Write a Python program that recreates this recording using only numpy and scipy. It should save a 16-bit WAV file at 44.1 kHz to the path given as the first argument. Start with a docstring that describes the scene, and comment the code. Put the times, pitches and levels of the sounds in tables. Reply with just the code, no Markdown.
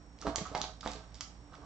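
"""A small room, where a cat on a blanket bats a hollow plastic ring with a ball in its track.
The ball clicks against the track walls and rolls with a rumble and a rattle; paws thump the shell
and set it ringing, and the room answers with a short tail. Underneath lie hiss, a machine's hum
and a thin whine from the wiring. All but the whine is louder on the right."""
import sys
import numpy as np
from scipy import signal
from scipy.fft import rfft, irfft, next_fast_len
from scipy.io import wavfile
from scipy.ndimage import uniform_filter1d, map_coordinates

SR = 44100
rng = np.random.default_rng(int(sys.argv[2]) if len(sys.argv) > 2 else 0)


def transcribe(signal):
    """Save signal, clipped to [-1, 1], as a 16-bit WAV file at the path in sys.argv[1]."""
    frames = np.atleast_2d(signal).T
    limited = np.clip(frames, -1, 1)
    pcm = np.round(limited * 32767).astype(np.int16)
    wavfile.write(sys.argv[1], SR, pcm)


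N = 72765
TIME_S = np.arange(N) / SR


def amp(db):
    return 10 ** (np.asarray(db) / 20)


def unit_rms(x):
    return x / np.sqrt(np.mean(x ** 2) + 1e-20)


def curve_at(points, hz):
    """Read (freq_hz, value) breakpoints on a log frequency axis."""
    freqs, values = np.transpose(points)
    return np.interp(np.log(hz + 1), np.log(freqs + 1), values)


def fader(points):
    """Gain ride through (time_s, gain_db) breakpoints."""
    return amp(np.interp(TIME_S, *np.transpose(points)))


def wobble(rate_hz):
    """Smooth random modulation."""
    knots = rng.standard_normal(int(N * rate_hz / SR) + 4)
    return map_coordinates(knots, [TIME_S * rate_hz])


def filtered(x, response):
    """EQ x with a gain given as a function of frequency."""
    size = next_fast_len(x.shape[-1] + SR // 4)
    hz = np.fft.rfftfreq(size, 1 / SR)
    return irfft(rfft(x, size) * response(hz), size)[..., :x.shape[-1]]


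def pings(start_s, hz, db, t60_s, rise_s, size):
    """Damped sines with soft attacks, each size samples long, mixed onto one track."""
    t = np.arange(size) / SR
    start_s, hz, db, t60_s, rise_s = (
        np.reshape(v, (-1, 1)) for v in np.broadcast_arrays(start_s, hz, db, t60_s, rise_s))
    attack = 1 - np.exp(-(t / rise_s) ** 2)
    waves = amp(db - 60 * t / t60_s) * attack * np.sin(2 * np.pi * hz * t)
    samples = np.round(start_s * SR).astype(int) + np.arange(size)
    return np.bincount(samples.ravel(), waves.ravel(), N + size)[:N]


def struck(start_s, db, centre_hz, width_octaves, modes, rise_s, size):
    """Hits on a body: the modes near each hit's centre ring, a little differently every time."""
    hz, mode_db, t60_s = np.transpose(modes)
    level_jitter, time_jitter = rng.standard_normal((len(start_s), 2, len(hz))).swapaxes(0, 1)
    off_centre = np.log2(hz / centre_hz[:, None]) / np.reshape(width_octaves, (-1, 1))
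    level_db = db[:, None] + mode_db - 6 * off_centre ** 2 + 2 * level_jitter
    onset_s = start_s[:, None] + np.abs(time_jitter) / (3 * hz)
    return pings(onset_s, hz, level_db, t60_s, rise_s, size)


# Stereo image of diffuse sound: freq_hz, left_right_correlation
DIFFUSE_IMAGE = [(100, 0.89), (700, 0.92), (1500, 0), (3000, 0), (8000, 0)]


def diffuse(pair):
    """Mix two unrelated signals as mid and side: narrow lows, wide highs."""
    def mid_side_gains(hz):
        angle = np.arccos(curve_at(DIFFUSE_IMAGE, hz)) / 2
        return np.array([np.cos(angle), np.sin(angle)])
    mid, side = filtered(pair, mid_side_gains)
    return np.array([mid + side, mid - side])


# Tone of the noise bed: freq_hz, relative_db
HISS_EQ = [(12, -39), (20, -12.5), (66, 0), (107, -7), (280, -13.5), (361, -17.5), (792, -19), (4800, -37),
           (5590, -37), (7970, -38.5), (8600, -45), (11200, -84.5), (18900, -120)]


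def hiss():
    """A soft, bass-heavy noise bed whose level flutters slightly."""
    noise = filtered(rng.standard_normal((2, N)), lambda hz: amp(curve_at(HISS_EQ, hz)))
    return amp(-54.5 + wobble(rate_hz=9.3)) * unit_rms(diffuse(noise))


# Low partials of the hum: harmonic_number, relative_db
HUM_PARTIALS = [(1, -55.5), (2, -66.5), (3, -67.5)]
# Swell of those partials: time_s, gain_db
HUM_SWELL = [(0, -1.5), (.15, 1), (.2, -6), (.3, 12), (.4, -0.5), (.55, 4), (.85, 2.5), (.9, 8.5),
             (1.051, 1), (1.2, 0.5), (1.399, 3.5), (1.55, -12), (1.65, 0)]
# Separate ride for the fifth harmonic: time_s, relative_db
FIFTH_SWELL = [(0, -64), (0.061, -66.5), (.15, -61), (.2, -66.5), (0.801, -67.5), (1, -68), (1.35, -66.5),
               (1.41, -66.5), (1.45, -58.5), (1.51, -57.5), (1.551, -73), (1.6, -54), (1.65, -63)]
HUM_HZ, HUM_DRIFT = 58.04, 0.0201


def machine_hum():
    """A machine's drone: harmonics that waver together in pitch, swelling and dipping."""
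    pitch_hz = HUM_HZ * (1 + HUM_DRIFT * wobble(rate_hz=11))
    phase = 2 * np.pi * np.cumsum(pitch_hz) / SR
    lows = sum(amp(db + 4) * np.sin(harmonic * phase) for harmonic, db in HUM_PARTIALS)
    fifth = amp(3) * np.sin(5 * phase)
    return fader(HUM_SWELL) * lows + fader(FIFTH_SWELL) * fifth


# Whine tones, before the trim: pitch_hz, left_db, right_db, duty_fraction, alternate_accent_fraction
WHINE_TONES = [(5556.7, -71, -76, .95, 0), (6626.5, -85, -90, .95, 0), (8000, -80, -80, .42, .3)]
WHINE_TRIM_DB, CHOP_HZ, CHOP_OFFSET_S = 3, 59.4, 0.0265


def wiring_whine():
    """High tones picked up in the wiring, chopped into bursts of alternating polarity."""
    cycles = (TIME_S - CHOP_OFFSET_S) * CHOP_HZ
    polarity = 1 - 2 * (np.floor(cycles) % 2)
    whine = np.zeros((2, N))
    for hz, left_db, right_db, duty, accent in WHINE_TONES:
        gate = uniform_filter1d((polarity + accent) * (cycles % 1 < duty), size=60)
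        whine += amp([[left_db], [right_db]]) * gate * np.sin(2 * np.pi * hz * TIME_S)
    return amp(WHINE_TRIM_DB) * whine


# Decay of the small room: freq_hz, t60_s
ROOM_DECAY = [(200, 0.24), (800, 0.28), (2000, 0.35), (5500, 0.32), (8000, 0.31)]
ROOM_DB, PREDELAY_S = -2.5, 0.005


def room_reverb(x):
    """Each frequency dies away at its own speed; every slice of time gets a fresh noise tail."""
    reverb = np.zeros((2, N))
    edges = np.linspace(0, N, num=24).astype(int)
    for start, end in zip(edges, edges[1:]):
        hz, t, noise = signal.stft(rng.standard_normal((2, SR // 2)), SR, nperseg=256)
        decay = amp(-60 * t / curve_at(ROOM_DECAY, hz)[:, None])
        _, tail = signal.istft(noise * decay, SR, nperseg=256)
        wet = signal.fftconvolve(x[None, start:end], tail / np.linalg.norm(tail[0]), axes=1)
        arrival = start + round(PREDELAY_S * SR)
        reverb[:, arrival:arrival + wet.shape[1]] += wet[:, :N - arrival]
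    return amp(ROOM_DB) * diffuse(reverb)


# Modes of the hollow shell, shared by rumble and knocks: pitch_hz, gain_db, t60_s
SHELL_MODES = [(173.4, -0.5, 0.14), (291.3, -4, 0.11), (423.6, -9, 0.18), (499.7, -13.5, 0.14),
               (629, -4, 0.17), (657, -5.5, 0.19), (731.7, -7, 0.17), (809, -11, 0.22), (870.7, -9.5, 0.14),
               (916, -11, 0.063), (1033, -11.5, 0.085), (1167, -7.5, 0.067), (1298, -8, 0.14),
               (1546, -13.5, 0.048)]
LOW_CUT_HZ = 166


def shell_response(hz):
    """The plastic shell as a filter: resonances of alternating polarity behind a low cut."""
    body = 0
    for k, (mode_hz, db, t60_s) in enumerate(SHELL_MODES):
        damping = 4j * hz / t60_s
        body += (-1) ** k * amp(db) * damping / (mode_hz ** 2 - hz ** 2 + damping)
    return body * hz ** 2 / (hz ** 2 + LOW_CUT_HZ ** 2)


# Level rides as the toy drags and the ball rolls: time_s, rumble_db, rattle_db
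ROLL_LEVELS = [(0.191, -86, -83), (0.212, -53.5, -52.5), (0.252, -55, -59), (0.275, -38.5, -45.5),
               (0.299, -46.5, -50), (0.339, -51, -73.5), (.4, -47.5, -50), (0.458, -60.5, -56),
               (.54, -50, -60), (0.561, -43, -54.5), (.65, -52, -49), (.72, -64.5, -79.5),
               (.82, -86.5, -74.5), (0.835, -53.5, -57), (0.855, -41, -47), (0.889, -46.5, -50.5),
               (0.998, -57.5, -62), (1.1, -65, -74), (1.2, -65.5, -61.5), (1.45, -84, -85.5),
               (1.52, -55, -74), (1.547, -52, -58.5), (1.581, -65.5, -80.5), (1.65, -51.5, -67)]
BUMPS_PER_S, TICKS_PER_S, MEAN_ACCENT_DB = 900, 3000, 2.4
TICK_HZ, TICK_LOG_SPREAD, TICK_T60_CYCLES = 4580, 1.33, 4.2


def ball_roll():
    """Random bumps rumble through the shell under a dense rattle of tiny ticks."""
    time_s, rumble_db, rattle_db = np.transpose(ROLL_LEVELS)
    triggers = rng.random(N) < BUMPS_PER_S / SR
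    bumps = triggers * amp(MEAN_ACCENT_DB * rng.exponential(size=N)) * rng.standard_normal(N)
    rumble = filtered(bumps, shell_response)
    count = int(TICKS_PER_S * N / SR)
    hz = TICK_HZ * np.exp(TICK_LOG_SPREAD * (rng.random(count) - 0.5))
    start_s = rng.random(count) * N / SR
    accent_db = MEAN_ACCENT_DB * rng.exponential(size=count)
    rattle = pings(start_s, hz, accent_db, TICK_T60_CYCLES / hz, rise_s=0.000105, size=150)
    return sum(unit_rms(layer) * amp(np.interp(TIME_S, time_s, db, left=-120))
               for layer, db in [(rumble, rumble_db), (rattle, rattle_db)])


# Hits on the shell from paws, the floor and the ball's sharper clicks: start_s, relative_db, pitch_hz,
# thump_t60_s, ring_offset_db
SHELL_HITS = [(.2235, -43, 1330, 0.012, 3), (.2485, -31, 436, 0.0075, 6.5), (.2685, -19, 954, 0.0045, -14),
              (.271, -41, 74.6, 0.15, 4), (.272, -37, 181, 0.074, -15), (0.282, -36, 298, 0.072, -21),
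              (.2755, -31, 656, 0.019, -11), (.2985, -39.5, 835, 0.011, -15),
              (.329, -43.5, 682, 0.056, -25), (.3592, -30.5, 1110, 0.0066, -18),
              (.377, -38.5, 95, 0.077, -18), (.3825, -26, 450, 0.0057, -14), (.4105, -32, 477, 0.0044, -10),
              (.413, -35.5, 176.3, 0.062, -5.5), (.454, -39, 1240, 0.022, 2),
              (.4635, -37, 1180, 0.009, -19.5), (.516, -31.5, 430, 0.0069, -3.5),
              (.5479, -30.5, 760, 0.012, -21), (.5503, -19.5, 855, 0.0056, -14),
              (.556, -35.5, 734.4, 0.09, -18.5), (.5755, -34.5, 776, 0.0066, -12),
              (.602, -41, 772, 0.025, -22), (.6158, -35, 1360, 0.004, -10),
              (.6405, -27, 860, 0.0048, -15.5), (.643, -42, 733, 0.098, -23),
              (.694, -37.5, 696, 0.0078, -29), (.8305, -41.5, 1270, 0.024, 5.5),
              (.8613, -17, 734, 0.0032, -25.5), (.864, -38, 201, 0.03, -8), (.872, -38.5, 885, 0.05, -4.5),
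              (.954, -38.5, 417, 0.012, -8), (1.2085, -36, 1200, 0.0062, -12),
              (1.532, -56, 1310, 0.018, 11), (1.541, -43, 1220, 0.012, -0.5), (1.585, -48, 420, 0.022, -5),
              (1.63, -54, 980, 0.01, -2)]
THUMP_RISE_CYCLES = 0.17


def shell_knocks():
    """A short thump, then the shell's modes near its pitch bloom and ring out."""
    start_s, db, hz, t60_s, ring_db = np.transpose(SHELL_HITS)
    ring = struck(start_s, db + ring_db, hz, width_octaves=0.5,
                  modes=SHELL_MODES, rise_s=0.0027, size=5000)
    thump = pings(start_s, hz, db + 6, t60_s, rise_s=THUMP_RISE_CYCLES / hz, size=4000)
    return ring - thump


# Bright, short modes of the ball: pitch_hz, gain_db, t60_s
BALL_MODES = [(1150, -16, 0.02), (2075, 0.5, 0.0062), (3210, 0.5, 0.0038), (3835, -2.5, 0.0044),
              (4775, 1, 0.0037), (5720, -3, 0.005), (6530, -6, 0.0061), (7060, -2, 0.0035)]
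# Ball hits on the track wall: start_s, relative_db, centre_hz, width_octaves, rebound_offset_db
BALL_HITS = [(0.1882, -41.5, 3870, 0.69, -10), (0.2151, -26, 5230, 0.24, -26),
             (.3590, -13.5, 4500, 0.73, -25.5), (0.3637, -26, 4600, 0.79, -25), (0.3829, -26, 3010, 1, -4),
             (.468, -34.5, 5970, 0.44, -9), (.5499, -25.5, 3040, 1, -2), (.5552, -26.5, 2300, 0.99, -19.5),
             (0.5766, -29, 5600, 0.91, -8.5), (0.6158, -14.5, 4200, 0.55, -19),
             (.629, -35, 3980, 0.37, -14.5), (0.6414, -23.5, 3870, 0.39, -13.5),
             (.8087, -30.5, 4170, 0.74, -1), (0.8752, -24, 3540, .7, -4), (.911, -38, 6400, 0.53, -14),
             (0.9171, -30.5, 5640, 0.83, -14), (0.9347, -34.5, 4900, 0.8, -18), (.96, -35, 4000, 0.54, -27),
             (1.1441, -35.5, 4600, 0.69, -8), (1.153, -38.5, 4500, 0.9, -5.5),
             (1.193, -59.5, 5260, .6, -26), (1.2087, -24, 4630, 0.85, -3), (1.539, -54, 3500, 0.49, -24),
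             (1.553, -44, 3400, 1, -13)]
REBOUND_S = 0.0031


def ball_clicks():
    """The ball snaps against the track wall, rings its modes and rebounds once."""
    start_s, db, centre_hz, width_octaves, rebound_db = np.transpose(BALL_HITS)
    return sum(struck(hit_s, hit_db, centre_hz, width_octaves, BALL_MODES, rise_s=0.00021, size=500)
               for hit_s, hit_db in [(start_s, db), (start_s + REBOUND_S, db + rebound_db)])


def scene():
    """The toy and its reverb over the bed of hum and hiss."""
    toy = ball_clicks() + shell_knocks() + ball_roll()
    return toy + room_reverb(toy) + machine_hum() + hiss()


# Microphone colour: freq_hz, gain_db
MIC_EQ = [(20, -3.5), (2000, -2), (2600, -5.5), (4000, -2), (6500, -1), (8000, -3.5), (8800, -18.5)]
RIGHT_OVER_LEFT_DB, LEFT_LAG_S, HIGH_CUT_HZ = 6, 0.00003, 8900


def record(dry):
    """A microphone whose right port is louder and earlier; the whine joins before the high cut."""
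    side = np.array([[-0.5], [0.5]])  # left, right
    balance = amp(RIGHT_OVER_LEFT_DB * side)
    balance /= balance.mean()

    def microphone(hz):
        time_offset = np.exp(2j * np.pi * hz * LEFT_LAG_S * side)
        return balance * amp(curve_at(MIC_EQ, hz)) * time_offset
    heard = filtered(dry, microphone) + wiring_whine()
    return filtered(heard, lambda hz: hz < HIGH_CUT_HZ)


dry = scene()
out = record(dry)
transcribe(out)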